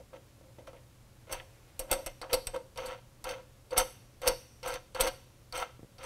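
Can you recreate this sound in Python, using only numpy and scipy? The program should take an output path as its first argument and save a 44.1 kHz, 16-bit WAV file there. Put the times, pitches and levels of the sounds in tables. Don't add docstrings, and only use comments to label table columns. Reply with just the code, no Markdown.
import sys
import numpy as np
from scipy import signal
from scipy.fft import rfft, irfft
from scipy.io import wavfile
from scipy.ndimage import uniform_filter1d

SR = 44100
rng = np.random.default_rng(int(sys.argv[2]) if len(sys.argv) > 2 else 0)


def generate_wav(signal):
    frames = np.transpose(np.atleast_2d(signal))
    scaled = np.clip(frames, -1, 1) * 32767
    pcm = np.round(scaled).astype(np.int16)
    wavfile.write(sys.argv[1], SR, pcm)


N = 267062
TIME = np.arange(N) / SR
SIZE = 32768
FREQ = np.maximum(np.arange(SIZE // 2 + 1) * SR / SIZE, 1)
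CUTOFF_HZ = 15650


def from_db(db):
    return 10 ** (np.asarray(db) / 20)


def rms_one(x):
    return x / np.sqrt(np.mean(x ** 2) + 1e-20)


def unit_energy(x):
    return x / np.sqrt(np.sum(x ** 2) + 1e-20)


def at_hz(points, hz):
    points = np.array(points)
    return np.interp(np.log(hz), np.log(points[:, 0]), points[:, 1])


def through(x, response):
    return signal.fftconvolve(x, response)[:N]


def butter(x, order, hz, kind="low"):
    return signal.sosfilt(signal.butter(order, hz, kind, fs=SR, output="sos"), x)


def body(spectrum, resonances=()):
    lift = 1 + sum(from_db(db) ** 2 / (1 + (2 * (FREQ - hz) / width) ** 2)
                   for hz, width, db in resonances)
    magnitude = from_db(at_hz(spectrum, FREQ)) * np.sqrt(lift)
    cepstrum = irfft(np.log(magnitude))
    cepstrum[1:SIZE // 2] *= 2
    cepstrum[SIZE // 2 + 1:] = 0
    return unit_energy(irfft(np.exp(rfft(cepstrum))))


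def ring(x, hz, t60):
    radius = from_db(-60 / (t60 * SR))
    angle = 2 * np.pi * hz / SR
    return signal.lfilter([0, np.sin(angle)], [1, -2 * radius * np.cos(angle), radius ** 2], x + 1e-18)


def noise_mode(hz, width):
    t60 = np.log(1000) / (np.pi * width)
    return ring(ring(rng.standard_normal(N), hz, t60), hz, t60)


def evened(x, seconds):
    power = uniform_filter1d(x ** 2, max(int(seconds * SR), 2))
    return x / np.sqrt(np.maximum(power, 0) + 1e-4 * np.mean(x ** 2))


def grains(per_s, spread_db):
    hits = rng.random(N) < per_s / SR
    return hits * from_db(spread_db * rng.standard_normal(N)) * rng.choice([-1, 1], N)


def taps(rows):
    out = np.zeros(N)
    for s, db, *rest in rows:
        out[int(s * SR)] += from_db(db)
    return out


def wander(per_s, spread_db):
    count = int(N / SR * per_s) + 2
    return from_db(spread_db * np.interp(TIME * per_s, np.arange(count), rng.standard_normal(count)))


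def dying(s, t60):
    return (TIME >= s) * np.exp(-np.clip(np.log(1000) * (TIME - s) / t60, 0, 20))


# frequency in Hz, relative density in dB per Hz.
AIR_SPECTRUM = [(12, -51), (20, -6), (123, -5), (154, -13.5), (319, -17), (399, -20), (513, -19.5),
                (558, -14.5), (607, -23), (1190, -26.5), (1660, -29.5), (3250, -31.5), (11400, -35.5),
                (16000, -42.5)]


def background():
    air = rms_one(through(rng.standard_normal(N), body(AIR_SPECTRUM)))
    hum = np.sqrt(2) * np.sin(2 * np.pi * 121.7 * TIME)
    return from_db(-58.5) * air + from_db(-64.5) * hum


SPINS = [ (0.0, 0.0043, 0.002, -11, 900, -63, -41.5, -88), (0.13, .004, 0.032, 8, 697, -54.5, -39.5, -83),
         (0.411, 0.006, 0.078, -11, 300, -76, -54.5, -92), (0.585, .002, .004, -3, 400, -56, -40.5, -70),
         (0.668, 0.0089, .004, 25, 692, -47.5, -37, -65),
         (0.732, 0.0036, 0.0093, -10, 300, -59.5, -44, -80), (1.271, .003, .015, -3, 300, -56.5, -47, -80),
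         (1.295, 0.025, .01, 13.5, 233, -36, -36, -38.5), (1.795, 0.017, .006, -3, 295, -47, -35, -50),
         (1.872, 0.045, 0.015, 55, 456, -31.5, -22.5, -41), (1.96, .004, .04, 0, 400, -77, -37, -70),
         (2.063, 0.00067, 0.012, 2, 784, -37, -32, -43), (2.216, .002, 0.022, -7, 350, -47.5, -36.5, -71),
         (2.294, 0.018, 0.016, 7, 400, -43, -38, -54), (2.323, 0.0093, 0.0052, 28, 505, -28, -16, -36),
         (2.471, .002, 0.0027, 5, 542, -40, -39, -61), (2.532, .013, 0.0038, 32, 427, -38, -22, -68),
         (2.76, 0.022, 0.15, 16, 324, -41, -33.5, -54.5), (3.242, 0.06, 0.011, 8, 233, -36.5, -31, -44.5),
         (3.707, 0.023, 0.0025, 16, 697, -40.5, -25, -50), (3.761, 0.011, 0.036, 19, 450, -27, -21.5, -29),
         (4.217, 0.023, 0.028, 5, 400, -38.5, -31.5, -50),
         (4.256, 0.022, 0.0042, 19.5, 454, -27, -16.5, -20),
         (4.629, 0.031, 0.1, 14.5, 800, -35.5, -31, -43), (4.948, 0.013, 0.034, -6, 400, -40.5, -35.5, -55),
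         (4.995, 0.011, 0.08, 10, 900, -31.5, -24, -36.5),
         (5.525, 0.029, 0.07, 12.5, 380, -33.5, -35, -40.5),
         (5.982, 0.058, 0.038, 17.5, 500, -42.5, -38.5, -49)]


def spin_gain(column, sag_db_per_s, swells, brakes):
    out = np.zeros(N)
    for row in SPINS:
        start, run_up, coast, swell_db, braking = row[:5]
        at = max(int(start * SR), 0)
        t = TIME[:min(SR // 2, N - at)]
        rising = swells * swell_db * np.clip(1 - t / run_up, 0, 1)
        sagging = sag_db_per_s * np.clip(t - run_up, 0, coast)
        stopping = brakes * braking * np.maximum(t - run_up - coast, 0)
        out[at:at + len(t)] += from_db(row[column] - rising - sagging - stopping)
    return out


# frequency in Hz, nominal width in Hz, nominal lift above the surrounding spectrum in dB.
STEEL_MODES = [(733, 15.4, 9.5), (973, 50, 9.5), (1332, 44, 13), (1562, 45, 8.5), (2096, 30.6, 15.5),
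               (2396, 30, 6), (2630, 63, 9), (2882, 24, 11.5), (3158, 82, 8.5), (3650, 150, 10),
               (4080, 200, 4), (4517, 72, 18), (4700, 80, 2), (5515, 22, 7.5), (5580, 52, 14),
               (5830, 150, 7.5), (6140, 65, 15), (6190, 89, 10.5), (7680, 110, 4.5), (8214, 135, 17.5),
               (9600, 250, 5), (9930, 56, 6), (10840, 110, 10.5), (13200, 250, -13), (13750, 130, 7.5),
               (13976, 70, 5)]
# frequency in Hz, relative density in dB per Hz.
RASP_SPECTRUM = [(170, -12.5), (380, -3), (700, 5), (1100, 2), (1800, -2.5), (3100, -4.5), (4500, -20),
                 (6500, -17.5), (9000, -34), (16000, -23)]
CHATTER_SPECTRUM = [(500, 9.5), (2500, -59), (4200, 12.5), (6400, 20), (7200, -40), (8300, 15),
                    (12000, 14.5), (13400, 8), (15500, 11.5)]
SEATING_SPECTRUM = [(500, -24), (1000, 2), (1310, 18), (1700, -10), (2100, -20), (3200, -1), (6000, -51)]
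# frequency in Hz, width in Hz, lift in dB.
SEAT_NOTE = (1800, 27, 15)
SEATING_S = 5.4


def thread():
    level = spin_gain(column=5, sag_db_per_s=5, swells=0.72, brakes=1)
    burrs = from_db(-9.5) * rms_one(grains(per_s=57, spread_db=2))
    grit = (evened(grains(per_s=2200, spread_db=5.5), seconds=0.012) + burrs) * level

    remaining = through(grit, body(RASP_SPECTRUM, STEEL_MODES))
    shifting = 0
    for hz in (900, 1600, 2500, 3800):
        band = butter(remaining, 1, hz)
        shifting = shifting + band * wander(per_s=70, spread_db=3)
        remaining = remaining - band

    bite = spin_gain(column=7, sag_db_per_s=54, swells=2.3, brakes=3)
    skips = (evened(grains(per_s=1500, spread_db=6), seconds=0.015) + burrs) * bite
    chatter = through(skips, body(CHATTER_SPECTRUM, STEEL_MODES))

    seat = through(grit * (TIME > SEATING_S), body(SEATING_SPECTRUM, STEEL_MODES + [SEAT_NOTE]))
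    return from_db(-1.0) * (shifting + remaining) + from_db(-1.5) * chatter + from_db(-14) * seat


# frequency in Hz, width in Hz,
# relative level in dB while the nut is being started, relative level in dB once it runs on the thread.
BRACKET_MODES = [(288, 114, 5.5, 5.5), (335.5, 30, 10.5, 8), (411, 25, 0, 5), (501.3, 14, 11.5, 24),
                 (530, 10.2, 17, 24), (546.3, 64, 21.5, 12), (614, 93, 17.5, 14.5), (930, 104, 10.5, 16)]
CAUGHT_S = 2.28


def bracket():
    caught = np.clip((TIME - CAUGHT_S) / 0.025, 0, 1)
    hum = 0
    for hz, width, loose_db, caught_db in BRACKET_MODES:
        mode_db = loose_db + caught * (caught_db - loose_db)
        hum = hum + evened(noise_mode(hz, width), seconds=0.024) * from_db(mode_db)
    level = spin_gain(column=6, sag_db_per_s=22, swells=0.9, brakes=0.74)
    return from_db(-5.0) * evened(hum, seconds=0.06) * level


# start in seconds, level in dB before the mix.
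KNOCKS = [(0.132, -35.5), (0.583, -44), (0.675, -25.5), (0.732, -36), (1.965, -31), (2.236, -23),
          (2.544, -28), (2.561, -18.5), (3.721, -25), (3.743, -27), (4.268, -23), (4.303, -34),
          (4.663, -30), (4.731, -27)]
# frequency in Hz, relative density in dB per Hz.
KNOCK_SPECTRUM = [(150, -37), (400, -24), (600, -28), (1200, 9), (2600, -23), (5000, -94), (12000, -59)]


def knocks():
    bracket_modes = [(hz, width, (loose_db + caught_db) / 2)
                     for hz, width, loose_db, caught_db in BRACKET_MODES]
    return from_db(6.0) * through(taps(KNOCKS), body(KNOCK_SPECTRUM, STEEL_MODES + bracket_modes))


# start in seconds, level in dB before the band filter and mix, t60 in seconds.
SCUFFS = [(0.154, -49, 0.1), (1.33, -29, 0.12), (0.3064, -63, 0.06), (0.6894, -53, 0.1), (0.7644, -47, 0.1),
          (1.398, -31, 0.043), (2.2977, -38, 0.11)]


def scuffs():
    level = sum(from_db(db) * dying(s, t60) for s, db, t60 in SCUFFS)
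    slip = level * rms_one(grains(per_s=12000, spread_db=7.5))
    return from_db(2.5) * butter(slip, 3, [1500, 3200], "band")


# start in seconds, level in dB before the mix.
BUMPS = [(0.585, -42), (0.596, -47), (5.794, -36.5), (5.831, -32), (5.846, -39)]
# frequency in Hz, relative density in dB per Hz.
BUMP_SPECTRUM = [(40, 2), (120, 21), (330, 20.5), (600, 10), (1200, -6), (4000, -23)]


def hand():
    return from_db(15.5) * through(taps(BUMPS), body(BUMP_SPECTRUM))


# frequency in Hz, relative density in dB per Hz.
CLACK_SPECTRUM = [(200, -31), (700, 10), (2000, -13.5), (4200, -5), (6200, -4.5), (7000, 2.5), (8200, 6),
                  (10600, 6.5), (12000, 13.5), (13400, 2.5), (15500, 1)]
CLANG_SPECTRUM = [(300, -71), (1000, -24), (2200, 4.5), (3400, -1), (4300, 5), (5600, 5), (7000, -39.5),
                  (15000, -38)]


def one_clack(db, t60, clang_db, damping=1.07, uneven_db=3, dull_share=0.95):
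    t = TIME[:SIZE // 4]
    contacts = rng.standard_normal(len(t)) * (rng.random(len(t)) < 0.4)
    bounces = evened(contacts, seconds=0.001)
    rattle = from_db(db) * bounces * np.exp(-np.minimum(np.log(1000) * t / t60, 20))

    chance = rng.standard_normal((len(STEEL_MODES), 2))
    modes = [(hz * (1 + 0.0014 * detune), width * damping, lift - 2 + uneven_db * uneven)
             for (hz, width, lift), (detune, uneven) in zip(STEEL_MODES, chance)]

    softness_db = dull_share * max(-26 - db, 0)
    spectrum = [(hz, level - softness_db * (hz / CUTOFF_HZ) ** 2) for hz, level in CLACK_SPECTRUM]
    response = body(spectrum, modes) + from_db(clang_db) * body(CLANG_SPECTRUM, modes)
    return signal.fftconvolve(rattle, response)


# start in seconds, level in dB before the resonances and mix,
# t60 of the rattle in seconds, level of the bolt's lower clang against the clack in dB.
CLACKS = [(0.6714, -50, 0.023, 3), (1.3253, -27.5, 0.045, -5), (1.793, -25.5, 0.042, -8),
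          (1.914, -13.5, 0.021, -9), (1.9279, -22.5, 0.05, -4), (2.062, -28.5, 0.037, -5.5),
          (2.2148, -42.5, 0.042, 9.5), (2.3304, -21, 0.061, 1.5), (2.3415, -22.5, 0.031, 1),
          (2.4698, -23.5, 0.022, -3), (2.543, -43, 0.014, -13), (2.562, -42.5, 0.022, 3.5),
          (2.7586, -50.5, 0.029, 2), (2.7747, -37, 0.019, 6.5), (2.8585, -40, 0.094, -0.5),
          (3.2416, -33, 0.027, -0.5), (3.2903, -40, 0.032, 6), (3.7073, -47, 0.051, 4.5),
          (3.7779, -13.5, 0.064, -5), (4.217, -41, 0.035, 1), (4.2761, -16, 0.03, 0),
          (4.63, -44.5, 0.029, 8.5), (4.677, -34.5, 0.078, -9), (4.739, -35.5, 0.033, 0.5),
          (4.9468, -41.5, 0.035, 5.5), (5.001, -29, 0.029, -5), (5.0074, -15, 0.041, -2),
          (5.073, -31.5, 0.045, 2), (5.5246, -40, 0.018, 7.5), (5.576, -33.5, .032, -7),
          (5.9826, -54, 0.047, 8.5), (6.031, -47, 0.07, -3)]
# frequency in Hz, relative density in dB per Hz.
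AFTER_RING_SPECTRUM = [(700, 6), (1800, 6.5), (3000, 11.5), (4900, -23), (5750, 15), (6400, 3), (7100, -7),
                       (8400, -10), (9100, -17), (9700, -3), (10800, -36), (15000, -24)]


def clacks(after_t60=1.0):
    direct = np.zeros(N)
    for s, db, t60, clang_db in CLACKS:
        at = int(s * SR)
        sound = one_clack(db, t60, clang_db)[:N - at]
        direct[at:at + len(sound)] += sound

    blows = taps(CLACKS)
    fade = np.exp(-2 * np.log(1000) / (after_t60 * SR))
    stored = np.sqrt(signal.lfilter([1], [1, -fade], blows ** 3))
    after = from_db(-32.0) * stored * through(rng.standard_normal(N), body(AFTER_RING_SPECTRUM))

    sway = ring(blows ** 0.67, hz=26.3, t60=0.21)
    sway_speed = np.gradient(sway) * SR / (2 * np.pi * 27)
    thud = butter(sway_speed, 2, 100)
    return from_db(-0.5) * direct + after, from_db(-18.5) * thud


# start in seconds, length in seconds, level in dB before drift and mix.
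SLIDES = [(1.125, 0.14, -68.5), (1.414, 0.53, -64)]
# frequency in Hz, relative density in dB per Hz.
SKIN_SPECTRUM = [(200, -25), (550, 2), (1000, -1.5), (2500, -5), (4500, -10), (9000, -15), (15000, -18)]


def sliding():
    level = 0
    for s, length, db in SLIDES:
        progress = np.clip((TIME - s) / length, 0, 1)
        level = level + from_db(db) * np.sqrt(np.abs(np.sin(np.pi * progress)))
    rustle = through(rng.standard_normal(N), body(SKIN_SPECTRUM))
    return level * wander(per_s=25.3, spread_db=1.5) * rustle


# start in seconds, level in dB before the mix.
FLICKS = [(2.214, -12.5), (3.241, -21), (3.73, -13), (4.229, -13), (4.64, -22), (4.947, -10.5)]


def rail_echo(delay_at_1khz=0.018, loss_db=-6):
    trip = np.exp(-4j * np.pi * delay_at_1khz * np.sqrt(1000 * FREQ))
    returns = irfft(trip / (1 - min(from_db(loss_db), 0.9) * trip))
    chirps = butter(returns, 3, [600, 1500], "band")
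    return from_db(2) * through(taps(FLICKS), unit_energy(chirps))


# start in seconds, starting level in dB before the mix, t60 in seconds.
SINGS = [(4.2755, -55, 1.34)]
# frequency in Hz, width of each resonator in Hz, relative level in dB.
SINGING_BANDS = [(5700, 470, 3), (6100, 200, -6), (8400, 360, -6), (8900, 400, -8)]


def singing():
    shimmer = 0
    for hz, width, db in SINGING_BANDS:
        shimmer = shimmer + from_db(db) * rms_one(noise_mode(hz, width))
    return rms_one(shimmer) * sum(from_db(db) * dying(s, t60) for s, db, t60 in SINGS)


# frequency in Hz, t60 in seconds.
GARAGE_T60 = [(200, 0.9), (600, 0.31), (2000, 0.4), (6000, 0.54), (8200, 0.31), (10000, 0.32),
              (16000, 0.65)]


def garage(x, near_db=-8, near_t60=0.03, far_db=-16):
    t = TIME[:SR]
    near = rng.standard_normal(SR) * (t > 0.003) * np.exp(-np.log(1000) * t / near_t60)
    edges = np.geomspace(100, 17000, 11)
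    tail = 0
    for low, high in zip(edges, edges[1:]):
        noise = butter(rng.standard_normal(SR), 2, [low, high], "band")
        tail = tail + noise * np.exp(-np.log(1000) * t / at_hz(GARAGE_T60, np.sqrt(low * high)))
    far = unit_energy(tail * (t > 0.012))
    return through(x, from_db(near_db) * unit_energy(near) + from_db(far_db) * far)


def scene(wall_cut_hz=11500):
    clack, thud = clacks()
    steel = thread() + clack + singing() + knocks() + scuffs() + sliding() + hand() + rail_echo()
    hum = bracket()
    to_walls = butter(steel + from_db(-1.5) * hum, 2, min(wall_cut_hz, CUTOFF_HZ))
    room = garage(to_walls)
    return (from_db(-4.0) * (steel + hum + room) + thud + background())[None]


def record(dry):
    rounded = 0.46 * np.tanh(dry / 0.46)
    return signal.sosfilt(signal.ellip(10, 0.2, 70, CUTOFF_HZ, fs=SR, output="sos"), rounded)


dry = scene()
out = record(dry)
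generate_wav(out)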